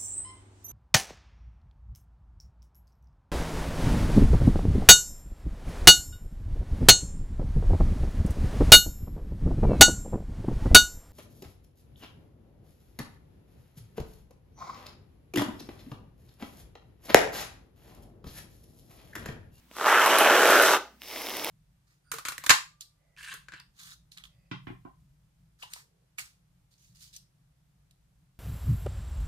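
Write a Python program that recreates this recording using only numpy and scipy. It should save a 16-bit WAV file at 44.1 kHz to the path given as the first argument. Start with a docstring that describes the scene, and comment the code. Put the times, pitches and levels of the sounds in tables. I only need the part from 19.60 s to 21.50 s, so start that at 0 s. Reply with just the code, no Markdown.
"""A faint valve tick, then single pops: a can sprays whipped cream onto a plate, close by in a small kitchen.
Gas pockets burst at the nozzle and ring a hollow in the cream, thickening into a wet splutter
over the hiss of escaping gas, with a few bright spits. The valve shuts and the room dies away;
then a soft crackling rustle grows as the cook turns aside. An appliance hums faintly throughout."""
import sys
import numpy as np
from scipy import signal
from scipy.fft import rfft, irfft
from scipy.io import wavfile

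SR = 44100
rng = np.random.default_rng(int(sys.argv[2]) if len(sys.argv) > 2 else 0)


def dump_mix(stems):
    """Bounce the given channels to the path in sys.argv[1] as a 16-bit WAV at rate SR."""
    frames = np.atleast_2d(stems).T  # one column per channel
    limited = np.clip(frames, -1, 1)  # hard clip at full scale
    pcm = np.round(limited * 32767).astype(np.int16)
    wavfile.write(sys.argv[1], SR, pcm)


N = 83790
T = np.arange(N) / SR


def amp(db):
    """Decibels to gain."""
    return 10 ** (np.asarray(db) / 20)


def unit_rms(x):
    """Scales to an rms of one."""
    return x / np.sqrt(np.mean(x ** 2) + 1e-20)


def lookup(rows, hz, column=1):
    """Interpolates a table column over log frequency."""
    table = np.array(rows, float)
    return np.interp(np.log(hz + 1), np.log(table[:, 0] + 1), table[:, column])


def add(mix, start_s, sound):
    """Adds a sound to the mix in place."""
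    part = mix[:, round(start_s * SR):][:, :sound.shape[1]]
    part += sound[:, :part.shape[1]]


def coloured(x, spectrum, size=4096):
    """Minimum-phase filter with the given spectrum."""
    log_gain = np.log(amp(lookup(spectrum, abs(np.fft.fftfreq(size, 1 / SR)))))
    response = np.exp(np.conj(signal.hilbert(log_gain)))
    taps = np.fft.ifft(response).real[:size // 2]
    return signal.fftconvolve(x, taps[None], axes=1)[:, :x.shape[1]]


def resonate(x, hz, width_hz):
    """Unity-gain resonance that follows the curve hz."""
    carrier = np.exp(2j * np.pi * np.cumsum(hz) / SR)
    pole = np.exp(-np.pi * width_hz / SR)
    return 2 * (carrier * signal.lfilter([1 - pole], [1, -pole], x / carrier)).real


def burst(spectrum, decay_s, fizz, size=4000):
    """A snap and a dying puff of noise; the common signal peaks at one."""
    x = fizz * rng.standard_normal((2, size)) * np.exp(-np.arange(size) / SR / decay_s)
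    x[0, 0] += 1
    x = coloured(x, spectrum)
    return x / abs(x[0]).max()


def ports(x, table):
    """Spreads a common signal x[0] and an unshared x[1] over two microphone ports."""
    hz = np.fft.rfftfreq(N, 1 / SR)
    common, unshared = rfft(x)
    coherence = np.clip(lookup(table, hz), 0, 1)
    mid = common * np.sqrt((1 + coherence) / 2)
    side = unshared * np.sqrt((1 - coherence) / 2)
    pan = amp(lookup(table, hz, column=3) / 2) * np.exp(.5j * lookup(table, hz, column=2))
    return irfft(np.array([(mid + side) * pan, (mid - side) / pan]), N)


def diffuse_noise(coherence):
    """White noise reaching the ports from all sides."""
    return ports(rng.standard_normal((2, N)), np.pad(coherence, ((0, 0), (0, 2))))


# Room noise. Each row: frequency in Hz, relative level in dB.
AIR_SPECTRUM = [(25, -14), (130, -6), (240, 2.5), (400, -14), (2500, -17), (8000, -25), (16000, -22)]
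# Room noise between the ports. Each row: frequency in Hz, coherence 0-1.
AIR_COHERENCE = [(200, 0.9), (500, .3), (3000, 0.17)]


def background(air_db=-63.5, hum_hz=60, hum_db=-67.5):
    """Quiet room noise and the hum of an appliance."""
    air = unit_rms(coloured(diffuse_noise(AIR_COHERENCE), AIR_SPECTRUM))
    hum = np.sqrt(2) * np.sin(2 * np.pi * hum_hz * T)
    return amp(air_db) * air + amp(hum_db) * hum


# Room decay. Each row: frequency in Hz, seconds to fall 60 dB.
KITCHEN_RT60 = [(700, 0.31), (1800, 0.28), (4600, 0.34), (12000, 0.23)]
# Room tail between the ports. Each row: frequency in Hz, coherence 0-1.
TAIL_COHERENCE = [(500, 1), (1000, 0.8), (2400, 0.8), (3600, .05)]


def kitchen(x, gap_s=0.0056):
    """A short diffuse tail, each band dying at its own rate."""
    hz, t, bands = signal.stft(diffuse_noise(TAIL_COHERENCE)[:, :SR // 2], SR, nperseg=256)
    decay = amp(-60 * t / lookup(KITCHEN_RT60, hz)[:, None])
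    _, tail = signal.istft(bands * decay, SR, nperseg=256)
    tail *= np.arange(tail.shape[1]) > gap_s * SR
    return signal.fftconvolve(x[None], tail / np.linalg.norm(tail[0]), axes=1)[:, :N]


# Rustle swell. Each row: time in seconds, body level in dB, top level in dB.
RUSTLE_LEVELS = [(1.396, -93, -69), (1.425, -58.5, -53), (1.48, -54, -45.5), (1.535, -44.5, -42),
                 (1.7, -42, -40.5), (1.8, -39, -39.5), (1.9, -38.5, -38.5)]
# Crackles. Each row: start in seconds, level in dB, relative treble in dB.
CRACKLE_EVENTS = [(1.419, -26.5, -8), (1.435, -32.5, -3), (1.4845, -35.5, 3), (1.5134, -31.5, -12),
                  (1.5365, -29, -23), (1.5614, -20, -24), (1.5825, -27.5, -3), (1.619, -29.5, 3.5),
                  (1.663, -25, -1), (1.669, -23, -16), (1.687, -22, -11), (1.6964, -30, 5),
                  (1.7044, -21, -19), (1.711, -24.5, -11), (1.738, -24, -10), (1.769, -23.5, 1),
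                  (1.7965, -21, -10), (1.8462, -17, 2), (1.866, -22, -4), (1.887, -23, -6)]
# Rubbing and crackle spectra. Each row: frequency in Hz, relative level in dB.
RUB_BODY_SPECTRUM = [(40, -36), (150, -13), (300, 1.5), (650, 3), (950, 2), (1400, -2), (2500, -11),
                     (8000, -74)]
RUB_TOP_SPECTRUM = [(700, -28), (1600, -21.5), (2150, 1.5), (2700, -16), (3600, -2.5), (4500, -6),
                    (5300, 2.5), (6400, -6.5), (7700, -13.5), (9500, -12), (11800, -8), (16000, -11.5)]
CRACKLE_SPECTRUM = [(100, -18.5), (500, -14), (1300, -8), (2200, 0.5), (3400, 0), (4600, -10), (5600, -12),
                    (7500, -23), (16000, -32)]
CRACKLE_TOP_SPECTRUM = [(1000, -39.5), (7500, -9), (9000, 2), (12000, 13), (16000, -2)]


def rustle(grains_per_s=640, grain_spread_db=3.6, tick_db=-5.5):
    """The cook turns: soft rubbing full of ticking grains, with sharper crackles on top."""
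    times_s, *levels_db = np.transpose(RUSTLE_LEVELS)
    body, top = (amp(np.interp(T, times_s, db, left=-np.inf)) for db in levels_db)
    sizes = amp(grain_spread_db * np.minimum(rng.exponential(1, N), 3.5))
    hits = rng.random(N) < grains_per_s / SR
    grains = np.outer([1, 0], unit_rms(sizes * hits * rng.choice([-1, 1], N)))
    rubbing = rng.standard_normal((2, N))
    out = body * unit_rms(coloured(rubbing + 0.94 * grains, RUB_BODY_SPECTRUM))
    out += top * unit_rms(coloured(rubbing + 0.3 * grains, RUB_TOP_SPECTRUM))
    out += top * amp(tick_db) * unit_rms(coloured(grains, CRACKLE_SPECTRUM))
    for start_s, db, treble_db in CRACKLE_EVENTS:
        mids = burst(CRACKLE_SPECTRUM, decay_s=0.00049, fizz=0.21)
        treble = burst(CRACKLE_TOP_SPECTRUM, decay_s=0.00066, fizz=0.23)
        add(out, start_s, amp(db) * (mids + amp(treble_db) * treble))
    return out


# Large gas pockets. 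Each row: start in seconds, level in dB.
POP_EVENTS = [(.1675, -24), (.185, -20), (.198, -23), (.212, -14), (.2235, -19), (.2445, -15),
              (.2605, -7.5), (.2685, -10), (.460, -6), (.528, -9), (.550, -9), (.641, -11), (.707, -10),
              (1.138, -8)]
# Spits of gas. Each row: start in seconds, level in dB, decay in seconds.
SPIT_EVENTS = [(0.1672, -32.5, 0.0015), (0.462, -16.5, 0.0018), (0.471, -19, 0.0033), (0.5853, -11, 0.0029),
               (0.59, -13.5, 0.0021), (0.599, -19.5, 0.03), (.633, -16.5, .001), (.872, -23.5, .015),
               (.905, -15.5, 0.009), (1.023, -10.5, 0.0032)]
# Tick, pop and spit spectra. Each row: frequency in Hz, relative level in dB.
VALVE_SPECTRUM = [(50, -11), (240, 4), (620, 6), (1200, -13), (3300, -7), (5000, -24), (15000, -23.5)]
POP_SPECTRUM = [(60, -50), (200, -10), (450, -4), (900, 4.5), (1400, 6.5), (2200, -12.5), (4800, -15),
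                (15000, -42)]
SPIT_SPECTRUM = [(500, -43), (3000, 3.5), (8300, -11), (9700, 4.5), (12800, 0), (16000, -18)]


def nozzle_bursts(valve_s=.1135, valve_db=-33.5):
    """The valve ticks as the nozzle tips over; large pockets pop and gas spits."""
    out = np.zeros((2, N))
    add(out, valve_s, amp(valve_db) * burst(VALVE_SPECTRUM, decay_s=0.0023, fizz=0.095))
    for start_s, db in POP_EVENTS:
        add(out, start_s, amp(db) * burst(POP_SPECTRUM, decay_s=.0015, fizz=0.075))
    for start_s, db, decay_s in SPIT_EVENTS:
        add(out, start_s, amp(db) * burst(SPIT_SPECTRUM, decay_s, fizz=1.0))
    return out


BUBBLE_LOW_HZ, BUBBLE_HIGH_HZ, BUBBLE_DECAY_CYCLES = 330.3, 3560, 1.06


def gas_pockets(count=450, per_s=210, bubbles_each=7, spread_db=1.1, puff_decay_s=0.0043):
    """An uneven train of pockets: the rings of their bursting bubbles and the envelope of their puffs."""
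    jitter, strength = np.clip(rng.standard_normal((count, 2)), -2, 2).T
    starts_s = abs(np.arange(count) + .3 * jitter) / per_s
    pitches_hz = BUBBLE_LOW_HZ * (BUBBLE_HIGH_HZ / BUBBLE_LOW_HZ) ** rng.random((count, bubbles_each, 1))
    t, out = T[:SR // 50], np.zeros((2, N))
    for start_s, gain, hz in zip(starts_s, amp(spread_db * strength), pitches_hz):
        age = t * hz / BUBBLE_DECAY_CYCLES
        phase = 2 * np.pi * (hz * t + rng.random((bubbles_each, 1)))
        rings = hz * age * np.exp(-age) * np.sin(phase)
        puff = np.exp(-t / puff_decay_s)
        add(out, start_s, gain * np.array([rings.sum(0), puff]))
    return unit_rms(out[0]), unit_rms(out[1])


# Hollow between nozzle and cream. Each row: time in seconds, resonance in Hz, relative level in dB.
HOLLOW_TRACK = [(.2, 1130, -3), (.3, 1310, -8), (.38, 1420, 2), (.5, 1018, -12), (.66, 1440, -14),
                (.85, 1350, 1.5), (0.969, 1434, 7.5), (1.15, 1243, -4)]
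# Wet splutter. Each row: frequency in Hz, relative level in dB.
SPLUTTER_SPECTRUM = [(100, -81.5), (450, -27.5), (850, 2.5), (1250, -0.5), (1750, -1.5), (2400, -13.5),
                     (6000, -56.5)]


def splutter(drive, width_hz=510):
    """Gas and bubbles splutter and ring the shifting hollow in the cream."""
    times_s, *columns = np.transpose(HOLLOW_TRACK)
    hz, db = (np.interp(T, times_s, column) for column in columns)
    hollow = unit_rms(resonate(resonate(drive, hz, width_hz), hz, width_hz))
    broad = unit_rms(coloured(drive, SPLUTTER_SPECTRUM))
    return unit_rms((broad + amp(db) * hollow) / np.hypot(1, amp(db)))


# Jet flow. Each row: time in seconds, then splutter, gurgle, rasp and hiss levels in dB.
JET_LEVELS = [(.14, -58.5, -70, -66, -55.5), (.178, -45, -46, -54, -46), (.257, -28, -34, -38, -38),
              (0.269, -20, -33, -31.5, -32), (.35, -19, -30, -30, -33.5), (.46, -22, -30, -29, -31),
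              (.58, -21, -26, -26.5, -30), (.68, -18.5, -25, -27.5, -31), (.83, -21.5, -24, -30, -28.5),
              (0.919, -19, -22, -27, -27), (1.008, -19, -21.5, -31.5, -28), (1.06, -23, -25.5, -31, -26),
              (1.145, -23, -30, -31.5, -29), (1.176, -28.5, -29.5, -38, -37.5)]
# Low gurgle, nozzle rasp and gas hiss. Each row: frequency in Hz, relative level in dB.
GURGLE_SPECTRUM = [(30, -50.5), (110, -31), (190, -18), (290, -4.5), (410, 0), (640, 3.5), (850, -12),
                   (1300, -18), (4000, -44)]
RASP_SPECTRUM = [(400, -47.5), (2100, 2), (3050, 1), (3800, -12), (6000, -43.5)]
HISS_SPECTRUM = [(1000, -23), (3500, 3), (5200, 0.5), (6000, 4), (6600, -0.5), (7700, -2.5), (9100, -8),
                 (12200, -2), (14300, -8.5), (16000, -19)]


def jet(open_s=0.14, shut_s=0.011, off_db=-53, bubbling=.68, steady_gas=0.93, steady_hiss=0.55):
    """Gas pockets splutter, gurgle and rasp at the nozzle; escaping gas hisses in step with them."""
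    times_s, *levels_db = np.transpose(JET_LEVELS)
    corners_s = [times_s[0] - open_s, times_s[0], times_s[-1], times_s[-1] + shut_s]
    valve = amp(np.interp(T, corners_s, [off_db, 0, 0, off_db])) - amp(off_db)
    mid, low, upper, high = (valve * amp(np.interp(T, times_s, db)) for db in levels_db)
    bubbles, puffs = gas_pockets()
    gas_noise, rasp_noise, hiss_noise = rng.standard_normal((3, 2, N))
    bursting = np.outer([1, 0], bubbling * np.sqrt(BUBBLE_HIGH_HZ / (SR / 2)) * bubbles)
    flow = steady_gas + puffs
    drive = unit_rms(gas_noise * flow) + bursting
    gurgle = unit_rms(coloured(drive, GURGLE_SPECTRUM))
    rasp = unit_rms(coloured(unit_rms(rasp_noise * flow) + bursting, RASP_SPECTRUM))
    hiss = unit_rms(coloured(hiss_noise * (steady_hiss + (1 - steady_hiss) * puffs), HISS_SPECTRUM))
    return mid * splutter(drive) + low * gurgle + upper * rasp + high * hiss


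# Stereo images. Each row: frequency in Hz, coherence 0-1, left lead in radians, left minus right in dB.
CAN_IMAGE = [(450, 1, 0, 0), (800, 1, 0, -2), (1660, 1, 0, 0.3), (2800, 1, 0.5, -2.5),
             (3500, 0.6, -0.5, -1.5), (4540, .65, 2, -0.5), (5260, 0.5, 1.5, 2.5), (6670, 0.2, 2.5, -1.5),
             (7100, 0.93, 1.5, -1.5), (8750, 1, 0.32, 0), (10670, 0.7, 0.53, 0.5), (14000, .6, .5, 2.5)]
COOK_IMAGE = [(300, 1, 0, 1), (1100, 0.85, 0.43, -3.5), (2500, 0.93, 0.32, -1), (4610, .75, 0.55, -0.5),
              (6400, 0.31, 1.44, 4.5), (8800, 1, 0.03, -0.5)]


def scene(can_send_db=-11, cook_send_db=-20):
    """The can and the closer, drier rustle in the kitchen."""
    can = jet() + nozzle_bursts()
    cook = rustle()
    room = kitchen(amp(can_send_db) * can[0] + amp(cook_send_db) * cook[0])
    return ports(can, CAN_IMAGE) + ports(cook, COOK_IMAGE) + room + background()


def record(dry, cutoff_hz=15900):
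    """Steep linear-phase low-pass."""
    taps = signal.firwin(511, cutoff_hz, window=("kaiser", 9), fs=SR)
    return signal.oaconvolve(dry, taps[None], "same", axes=1)


dry = scene()
out = record(dry)
dump_mix(out)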